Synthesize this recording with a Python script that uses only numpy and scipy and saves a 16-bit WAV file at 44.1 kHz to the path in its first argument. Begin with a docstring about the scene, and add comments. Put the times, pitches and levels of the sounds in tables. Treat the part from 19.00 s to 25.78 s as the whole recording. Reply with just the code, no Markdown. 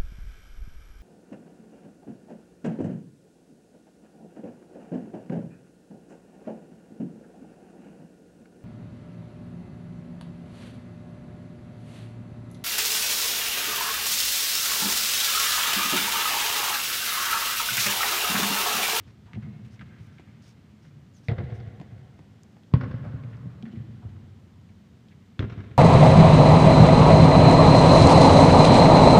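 """Indoor football in a big, hard-walled sports hall, heard from the edge of the court.
Over vent hiss and distant running, shoes scuff and thud on the sprung floor, with faint brushing rustles
close by. Two faint squeaks lead into a kick at 2.3 s: the ball thumps, its skin slaps, the walls throw
it back, the hall booms on. Soft, hollow touches set up a drier kick at 3.7 s, chased by a flurry of
heavy steps. Play thins out to light toe taps, and a third kick rings through the hall at 6.4 s."""
import sys
import numpy as np
from scipy import signal
from scipy.fft import rfft, irfft
from scipy.io import wavfile

SR = 44100
rng = np.random.default_rng(int(sys.argv[2]) if len(sys.argv) > 2 else 0)


def wav_out(sig):
    """Save sig, one row per channel (or a flat mono array), as 16-bit PCM at SR to the path in sys.argv[1]."""
    wavfile.write(sys.argv[1], SR, np.round(np.clip(np.atleast_2d(sig).T, -1, 1) * 32767).astype(np.int16))


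N = 298943
T = np.arange(int(.4 * SR)) / SR  # time axis of one hit
CLICK = 1.0 * (T == 0)
HIT_GAIN = np.sqrt(.005 * SR)  # gives a unit-energy hit the energy of 5 ms at unit level

# tone of the ventilation bed: f/Hz, relative level/dB
VENT_TONE = [(25, -8), (50, -12), (85, 0.5), (136, -3), (211, -1), (304, -13), (600, -23), (860, -27),
             (2030, -31), (2630, -34), (3000, -32.5), (7400, -42), (11000, -51.5), (15000, -51)]
# bands of the hall's reverb tail: f/Hz, t60/s, level/dB
HALL_BANDS = [(44.5, 0.73, -9.5), (77, 1.94, 3.5), (125, 2, 3), (262, 2.43, 0.5), (570, 2.4, 3.5),
              (1000, 3.56, 3.5), (1950, 2.8, 3), (3970, 3, 2), (7800, 1.5, -4), (14000, 0.22, -8.5)]
# colour of a bounce off a wall: f/Hz, gain/dB
WALL_TONE = [(250, -8), (700, -1), (1500, 0.5), (3500, -6), (5500, 0), (9000, -11)]
# fader ride on the distant runners as play moves about: t/s, gain/dB
RUNNER_RIDE = [(0, 9), (1.4, 4), (1.72, -10), (2.1, -6), (3.2, -6), (5.2, 5.5), (5.55, -7), (6.8, -3)]
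# rubber squeaks: t/s, length/s, level/dB, start f/Hz, end f/Hz
SQUEAKS = [(2.131, 0.065, -68, 7370, 5900), (2.236, 0.042, -77, 6500, 5800)]
# faint brushing rustles close by: t/s, length/s, level/dB, tilt/(dB per octave)
RUSTLES = [(0.06, 0.055, -61.5, -12), (0.64, 0.05, -73, 2), (0.705, 0.062, -64.5, -7),
           (0.986, 0.11, -73.5, 2), (1.118, 0.061, -73, -4), (1.413, 0.12, -63.5, -4.5),
           (1.819, 0.081, -68.5, -9), (2.134, 0.088, -70.5, -2), (2.228, 0.078, -66.5, -6),
           (2.537, 0.058, -69, -3)]
# rasp of a rustle before its tilt: f/Hz, relative level/dB
RASP_TONE = [(1200, -18), (2500, -10.5), (3500, -7), (4400, -5), (4800, -3.5), (5500, 0.5), (6400, -3.5),
             (7400, -10), (9000, -8.5), (11000, -17), (13500, -19), (15000, -14)]
# modes of the sprung floor: ratio to the main mode, level/dB, t60/s
FLOOR_MODES = [(0.622, -1.5, 0.095), (0.999, 4, 0.12), (1.427, 0, 0.028), (2.099, -15, 0.025),
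               (3.301, -9, 0.024)]
# resonances of a slapped sole: ratio to the scuff's centre, width as a share of own pitch, level/dB
SOLE_MODES = [(0.391, 0.21, 6), (0.812, 0.1, -2.5), (0.999, 0.15, 2.5), (1.36, 0.042, -18.5),
              (1.85, .1, -10.5)]
# heavy near steps: t/s, floor f/Hz, thud level/dB, scuff level/dB, scuff f/Hz, slide/s
STEPS = [(0.031, 113, -39.5, -64.5, 3120, .04), (0.263, 130, -56, -56, 910, 0.083),
         (0.3335, 125, -32.5, -46, 1950, 0.0057), (.347, 109, -25, -49, 2120, 0.012),
         (.357, 211.6, -28, -60, 700, .015), (0.426, 153, -35.5, -55.5, 1450, 0.019),
         (.794, 125, -36.5, -49, 2045, 0.009), (.811, 165.6, -37.5, -42.5, 1560, 0.01106),
         (0.986, 103, -35, -79.5, 1600, 0.01515), (1.184, 155.5, -46, -53.5, 2070, 0.0072),
         (1.273, 117, -46, -63.5, 1830, 0.013), (1.844, 145, -39.5, -58.5, 1800, .025),
         (1.91, 116, -43, -68, 1220, 0.012), (2.912, 106, -32.5, -61.5, 1470, 0.01),
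         (2.982, 139, -42, -60, 1410, 0.0046), (3.715, 127, -34, -66, 1000, 0.0055),
         (4.04, 112.4, -28.5, -40, 595, 0.028), (4.13, 125, -23, -53, 770, 0.009),
         (4.329, 121.4, -31, -53.5, 1890, 0.021), (4.449, 171.7, -29.5, -74, 1190, 0.00755),
         (4.626, 222, -29.5, -52, 3044, 0.0044), (4.655, 227, -34.5, -49, 1800, 0.011),
         (4.675, 224, -39, -55.5, 1600, .02), (4.716, 322.6, -42, -59, 2880, .015),
         (4.755, 109.5, -26.5, -56, 1980, 0.0158), (4.784, 136, -32, -63.5, 1500, 0.0162),
         (5.02, 94, -26.5, -52.5, 717, 0.031), (5.166, 103, -52, -61, 1350, 0.004),
         (5.69, 206, -44, -63, 2180, 0.011)]
# light toe taps: t/s, level/dB, centre f/Hz, decay/s
TOE_TAPS = [(3.434, -59.5, 6240, 0.0026), (3.635, -63, 3310, .0057), (4.237, -55.5, 2210, .0057),
            (4.369, -68, 4800, 0.0069), (6.085, -61, 3150, 0.0078), (6.115, -58.5, 2060, 0.015)]
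# resonances of the ball's shell and air cavity: f/Hz, width/Hz, level/dB
BALL_MODES = [(198.4, 38.5, 0), (472, 80, -1), (1082, 17, 1), (1405, 26, -2), (1690, 19, -6),
              (2054, 40, -5.5), (2220, 52, -10.5), (2230, 40, -21.5)]
# soft touches and bounces: t/s, thump f/Hz, thump level/dB, knock level/dB
TOUCHES = [(1.197, 151.4, -59, -47), (2.8, 171, -32, -43.5), (2.814, 170, -35, -42),
           (3.192, 146, -39.5, -48), (3.568, 225.4, -49, -52.5)]
# knock of a lightly touched ball: f/Hz, relative level/dB
KNOCK_TONE = [(150, -7), (290, 14.5), (430, -5), (560, 1), (950, 2.5), (1350, -16), (2000, -9),
              (3200, -14.5), (6000, -25), (9000, -35.5), (15000, -54.5)]
# slap of shoe on ball for the first, second and third kick: f/Hz, relative level/dB
PASS_SLAP = [(130, -4), (220, 1), (300, -9), (358, -1), (409, -11), (496, -8.5), (583, -14.5), (738, -9.5),
             (869, -21), (1130, -25), (1990, -19), (2370, -28), (3640, -29.5), (7500, -60.5), (9750, -102),
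             (16500, -120)]
DRIVE_SLAP = [(120, -33.5), (200, 1.5), (263, 8), (301, -12), (367, -3.5), (408, -12), (536, -10.5),
              (694, -21), (983, -17.5), (1570, -18.5), (2440, -29.5), (2840, -29.5), (5100, -42.5),
              (7500, -68.5), (9750, -72.5), (16500, -120)]
RETURN_SLAP = [(120, -37), (195, -5), (255, 2.5), (283, -1.5), (408, -5.5), (447, -14), (528, -16.5),
               (569, -15), (624, -19.5), (683, -16.5), (819, -23.5), (1440, -21.5), (2200, -23.5),
               (3680, -29), (4700, -42.5), (5900, -43.5), (7500, -56), (9750, -75), (16500, -120)]
# presence of the straight path, brighter than the wall returns: f/Hz, gain/dB
DIRECT_TONE = [(250, -6), (600, 7.5), (1100, -2.5), (2300, 15.5), (4500, 19.5), (8000, 7.5), (14000, -14)]
# the toe cap's bright tick: f/Hz, relative level/dB
TICK_TONE = [(3000, -20), (6000, -4), (8000, 0), (9500, -12), (12000, -16), (15000, -24)]
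# slap scattered by floor and benches, one value a kick: send/dB
NEAR_SENDS = [7.5, -11, -1]
# wall echoes, one list a kick: t/s, thump send/dB, slap send/dB, tilt/(dB per octave), smear/s
WALL_ECHOES = [
    [(2.313, 0.5, 3.5, -1.5, 0.0093), (2.329, -15.5, -6, -6, 0.0051), (2.381, -6, 4.5, 0.5, 0.011),
     (2.400, -7.5, 0, -3.5, 0.013), (2.437, -9, -7, 4, 0.011), (2.497, -24, -5, 3, 0.018),
     (2.521, -7, -6, -1.5, 0.0084), (2.601, -19, -7.5, 5, 0.0061), (2.672, -15, -12, 4, .01)],
    [(3.7627, -11, -23.5, -4, 0.0053), (3.8085, -22, -10.5, 1.5, 0.012), (3.833, -24, -12.5, 1, 0.01),
     (3.850, -25.5, -20.5, -4.5, 0.0086), (3.911, -17.5, -19, 3.5, 0.0088), (3.941, -16, -23, 0.5, 0.0069),
     (4.022, -30, -32, 0, 0.011)],
    [(6.403, -22, -5, -1, .004), (6.4235, -5, 0, -1.5, 0.0059), (6.439, -3.5, -4, -3, .01),
     (6.497, -23, -6, 2.5, 0.011), (6.520, -9.5, -6.5, 1, 0.012), (6.575, -12.5, -9.5, 0.5, 0.027),
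     (6.603, -13.5, -6.5, -2, 0.0047), (6.637, -26, -12, 1, 0.013), (6.712, -18, -14.5, 1.5, 0.0068)],
]
# kicks: t/s, thump f/Hz, thump level/dB, thump t60/s, thump rise/s, slap level/dB, snap gain/dB,
# pock f/Hz, pock width/Hz, pock gain/dB, thump hall send/dB, slap hall send/dB, tick level/dB
KICKS = [(2.2845, 115, -3, 0.045, 0.0064, -29.5, -5.5, 2170, 650, 4, -4.5, 3.5, -67),
         (3.7385, 129, 0, 0.051, 0.00036, -10.5, -22.5, 1000, 210, 26, -12, -11.5, -63.5),
         (6.3926, 102.7, -12, 0.071, 0.0011, -25, -9.5, 1225, 700, 10, -6.5, -4, -67)]


def amp(db):
    """Decibels to gain."""
    return 10 ** (np.asarray(db) / 20)


def unit(x):
    """Scale to unit energy."""
    return x / np.sqrt(np.sum(x ** 2))


def add(out, s, x):
    """Mix x into out from second s on."""
    i = max(int(s * SR), 0)
    out[i:i + len(x)] += x[:max(len(out) - i, 0)]


def ring(hz, t60):
    """One damped mode."""
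    return np.sin(2 * np.pi * hz * T) * np.exp(-np.log(1000) * T / t60)


def pass_filter(x, kind, hz):
    """High- or low-pass, 18 dB per octave."""
    return signal.sosfilt(signal.butter(3, hz, kind, fs=SR, output="sos"), x)


def band(x, hz, width, order=2):
    """Band-pass about a centre."""
    low = np.hypot(hz, width / 2) - width / 2
    high = min(low + width, SR / 2 - 500)
    return signal.sosfilt(signal.butter(order, [low, high], "band", fs=SR, output="sos"), x)


def eq(x, points, size=4096):
    """Minimum-phase EQ through points of f/Hz, gain/dB: nothing rings ahead of an attack."""
    hz, db = np.transpose(points)
    f = np.maximum(np.arange(size // 2 + 1) * SR / size, 1)
    cepstrum = irfft(np.log(amp(np.interp(np.log(f), np.log(hz), db))))
    cepstrum[1:size // 2] *= 2
    cepstrum[size // 2 + 1:] = 0
    return signal.fftconvolve(x, irfft(np.exp(rfft(cepstrum))))[:len(x)]


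def flutter(step_s):
    """A modulator that glides to a new random value every step."""
    return np.interp(T / step_s, np.arange(len(T)), rng.standard_normal(len(T)))


def grains(rough_db):
    """Dense clicks of uneven size."""
    return rng.standard_normal(len(T)) * amp(rough_db * rng.standard_normal(len(T)))


def scatter(decay_s, rough_db=4):
    """A dying cluster of clicks with unit energy."""
    return unit(grains(rough_db) * np.exp(-T / decay_s))


def ventilation(level_db=-52.5, preroll=4096):
    """The bed: steady rumble and hiss of the ventilated hall."""
    hiss = eq(rng.standard_normal(N + preroll), VENT_TONE)[preroll:]
    return amp(level_db) * np.sqrt(N) * unit(hiss)


def hall(x, build_s=0.056, size=2 ** 17):
    """Diffuse reverb that blooms slowly and hangs longest in the mids."""
    t = np.arange(size) / SR
    f = np.maximum(np.arange(size // 2 + 1) * SR / size, 1)
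    hz, t60, db = np.transpose(HALL_BANDS)
    noise, tail = rfft(rng.standard_normal(size)), 0
    for share, decay, gain in zip(np.eye(len(hz)), np.log(1000) / t60, amp(db)):
        noise_band = irfft(noise * np.interp(np.log(f), np.log(hz), share))
        tail = tail + gain * noise_band * unit(np.exp(-decay * t))
    bloom = 1 - np.exp(-(t / build_s) ** 2)
    return signal.fftconvolve(x, tail * bloom)[:N]


def squeaks(waver=0.034):
    """A pivoting sole sticks and slips in a thin, unsteady whistle that sags in pitch."""
    out = np.zeros(N)
    for s, length, db, start_hz, end_hz in SQUEAKS:
        along = np.minimum(T / length, 1)
        glide_hz = end_hz + (start_hz - end_hz) * (1 - along) ** 2
        hz = glide_hz * (1 + waver * flutter(step_s=.001))
        whistle = np.sqrt(2) * np.sin(2 * np.pi * np.cumsum(hz) / SR)
        add(out, s, amp(db) * np.sin(np.pi * along) * whistle)
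    return out


def rustles(catch_db=2.5):
    """Faint, gritty brushing close by that catches and slips as it swells and fades."""
    out = np.zeros(N)
    for s, length, db, tilt_db in RUSTLES:
        swell = np.sqrt(np.abs(np.sin(np.pi * np.minimum(T / length, 1))))
        catches = amp(catch_db * flutter(step_s=.004))
        tone = [(hz, level + tilt_db * np.log2(hz)) for hz, level in RASP_TONE]
        rasp = unit(eq(grains(rough_db=3), tone) * catches) * np.sqrt(len(T))
        add(out, s, amp(db) * swell * rasp)
    return out


def floor_thud(hz, attack_s=0.0032):
    """A cushioned heel sets the sprung floor ringing."""
    boards = sum(amp(db) * ring(hz * ratio, t60) for ratio, db, t60 in FLOOR_MODES)
    return boards * (1 - np.exp(-T / attack_s))


def scuff(hz, width, slide_s, rise_share=0.16, tap_db=2):
    """Rubber taps down, then catches and slips in tiny clicks; a longer slide softens the tap."""
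    rub = unit(band(grains(rough_db=4), hz, width)) * np.sqrt(len(T))
    tap = amp(tap_db) * HIT_GAIN * unit(band(CLICK, hz, width)) * np.exp(-slide_s / 0.013)
    return tap + rub * np.exp(-T / slide_s) * (1 - np.exp(-T / (rise_share * slide_s)))


def distant_runners(count=34, thud_db=-50, scuff_db=-66):
    """Far-off feet patter on, loose in timing, weight and pitch."""
    out = np.zeros(N)
    for k, (late, force, pitch) in enumerate(rng.uniform(-1, 1, (count, 3))):
        detune = 2 ** (.5 * pitch)
        thud = amp(thud_db) * floor_thud(125 * detune)
        rub = amp(scuff_db) * scuff(1700 * detune, width=2200, slide_s=.02)
        s = (k + late / 2) * N / SR / count
        ride_db = np.interp(s, *np.transpose(RUNNER_RIDE))
        add(out, s, amp(2 * force + ride_db) * (thud + rub))
    return out


def sole(hz, slide_s, ring_db=8):
    """A close scuff, wider the higher it sits, coloured by the sole's own resonances."""
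    rub = scuff(hz, width=700 + 0.66 * hz, slide_s=slide_s)
    rings = sum(amp(db) * band(rub, ratio * hz, share * ratio * hz, order=1)
                for ratio, share, db in SOLE_MODES)
    return unit(rub + amp(ring_db) * rings) * np.sqrt(np.sum(rub ** 2))


def footwork(thud_send_db=-2, scuff_send_db=-6.5, echo_s=.098, echo_db=-13.5):
    """Near shoes slide, then the weight lands; they share the hall with the distant runners."""
    thuds, scuffs = np.zeros((2, N))
    for s, floor_hz, thud_db, scuff_db, scuff_hz, slide_s in STEPS:
        add(scuffs, s, amp(scuff_db) * sole(scuff_hz, slide_s))
        add(thuds, s + slide_s, amp(thud_db) * floor_thud(floor_hz))
    for s, db, hz, decay_s in TOE_TAPS:
        add(scuffs, s, amp(db) * sole(hz, decay_s))
    thuds = pass_filter(thuds, "high", hz=62)  # the floor radiates little deep bass
    runners = distant_runners()
    out = thuds + scuffs + runners
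    # one slapback off the far wall for each near step
    smeared = signal.fftconvolve(eq(scuffs, WALL_TONE), scatter(decay_s=.014))[:N]
    add(out, echo_s, amp(echo_db) * (thuds + smeared))
    return out + hall(amp(thud_send_db) * thuds + amp(scuff_send_db) * scuffs + runners)


def struck_ball(tone, dent_detune=.008):
    """A slap on the skin sets the hollow ball ringing; each dent shifts its resonances a little."""
    slap = eq(CLICK, tone)
    dents = 1 + dent_detune * rng.standard_normal(len(BALL_MODES))
    shell = sum(amp(db) * band(slap, hz * dent, width, order=1)
                for (hz, width, db), dent in zip(BALL_MODES, dents))
    return HIT_GAIN * unit(slap + shell)


def touches(contact_s=0.0086, hall_send_db=-11):
    """The ball is stopped or bounces: a small thump and a hollow knock."""
    out = np.zeros(N)
    for s, hz, thump_db, knock_db in TOUCHES:
        knock = signal.fftconvolve(struck_ball(KNOCK_TONE), unit(CLICK + scatter(contact_s)))[:len(T)]
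        add(out, s, amp(thump_db) * ring(hz, t60=0.17) + amp(knock_db) * knock)
    return out + amp(hall_send_db) * hall(out)


def wall_echoes(thump, slap, arrivals, rise_share=0.11, pivot_hz=1500):
    """Each wall returns the low thump whole, and smears and colours the slap."""
    out = np.zeros(N)
    for s, thump_db, slap_db, tilt_db, smear_s in arrivals:
        tone = [(hz, db + tilt_db * np.log2(hz / pivot_hz)) for hz, db in WALL_TONE]
        smear = unit(scatter(smear_s, rough_db=5.5) * (1 - np.exp(-T / (rise_share * smear_s))))
        smeared = signal.fftconvolve(eq(slap, tone), smear)[:len(T)]
        add(out, s, amp(thump_db) * thump + amp(slap_db) * smeared)
    return out


def near_scatter(thump, slap, slap_db, thump_db=-17, rise_s=.007):
    """Floor, benches and the nearest wall spray the hit back as early reflections."""
    reflections = unit(scatter(decay_s=.02) * (1 - np.exp(-T / rise_s)))
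    return signal.fftconvolve(amp(slap_db) * slap + amp(thump_db) * thump, reflections)


def skin_crackle(x, crossover_hz=2600, contact_s=.002):
    """The skin flattens bit by bit: the treble is spread out, the knock below stays whole."""
    low, high = (pass_filter(x, kind, crossover_hz) for kind in ("low", "high"))
    return low + signal.fftconvolve(high, scatter(contact_s, rough_db=12))[:len(x)]


def kicks():
    """The hero hits: the whole ball thumps, its skin slaps, its shell rings, and the room answers."""
    out = np.zeros(N)
    tones = (PASS_SLAP, DRIVE_SLAP, RETURN_SLAP)
    for kick, tone, near_db, arrivals in zip(KICKS, tones, NEAR_SENDS, WALL_ECHOES):
        (s, hz, thump_db, t60, rise_s, slap_db, snap_db,
         pock_hz, pock_width, pock_db, thump_send_db, slap_send_db, tick_db) = kick
        thump = amp(thump_db) * ring(hz, t60) * (1 - np.exp(-T / rise_s))
        slap = amp(slap_db) * struck_ball(tone)
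        # straight path only: the struck panel's pock, the toe cap's tick, the skin's crackling snap
        pock = amp(pock_db) * band(slap, pock_hz, pock_width)
        tick = HIT_GAIN * unit(eq(scatter(decay_s=.001), TICK_TONE))
        snap = skin_crackle(eq(slap + pock, DIRECT_TONE))
        add(out, s, thump + amp(snap_db) * snap + amp(tick_db) * tick)
        add(out, s, near_scatter(thump, slap, near_db))
        add(out, s, hall(amp(thump_send_db) * thump + amp(slap_send_db) * slap))
        out += wall_echoes(thump, slap, arrivals)
    return out


def scene():
    """The mono mix at the edge of the court."""
    return (kicks() + touches() + footwork() + rustles() + squeaks() + ventilation())[None]


def record(dry, low_hz=66, top_hz=15250):
    """Small-camera tone: thinned deep bass and a steep cut at the top."""
    thin = pass_filter(dry, "high", low_hz)
    return signal.sosfilt(signal.ellip(10, .2, 70, top_hz, fs=SR, output="sos"), thin)


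dry = scene()
out = record(dry)
wav_out(out)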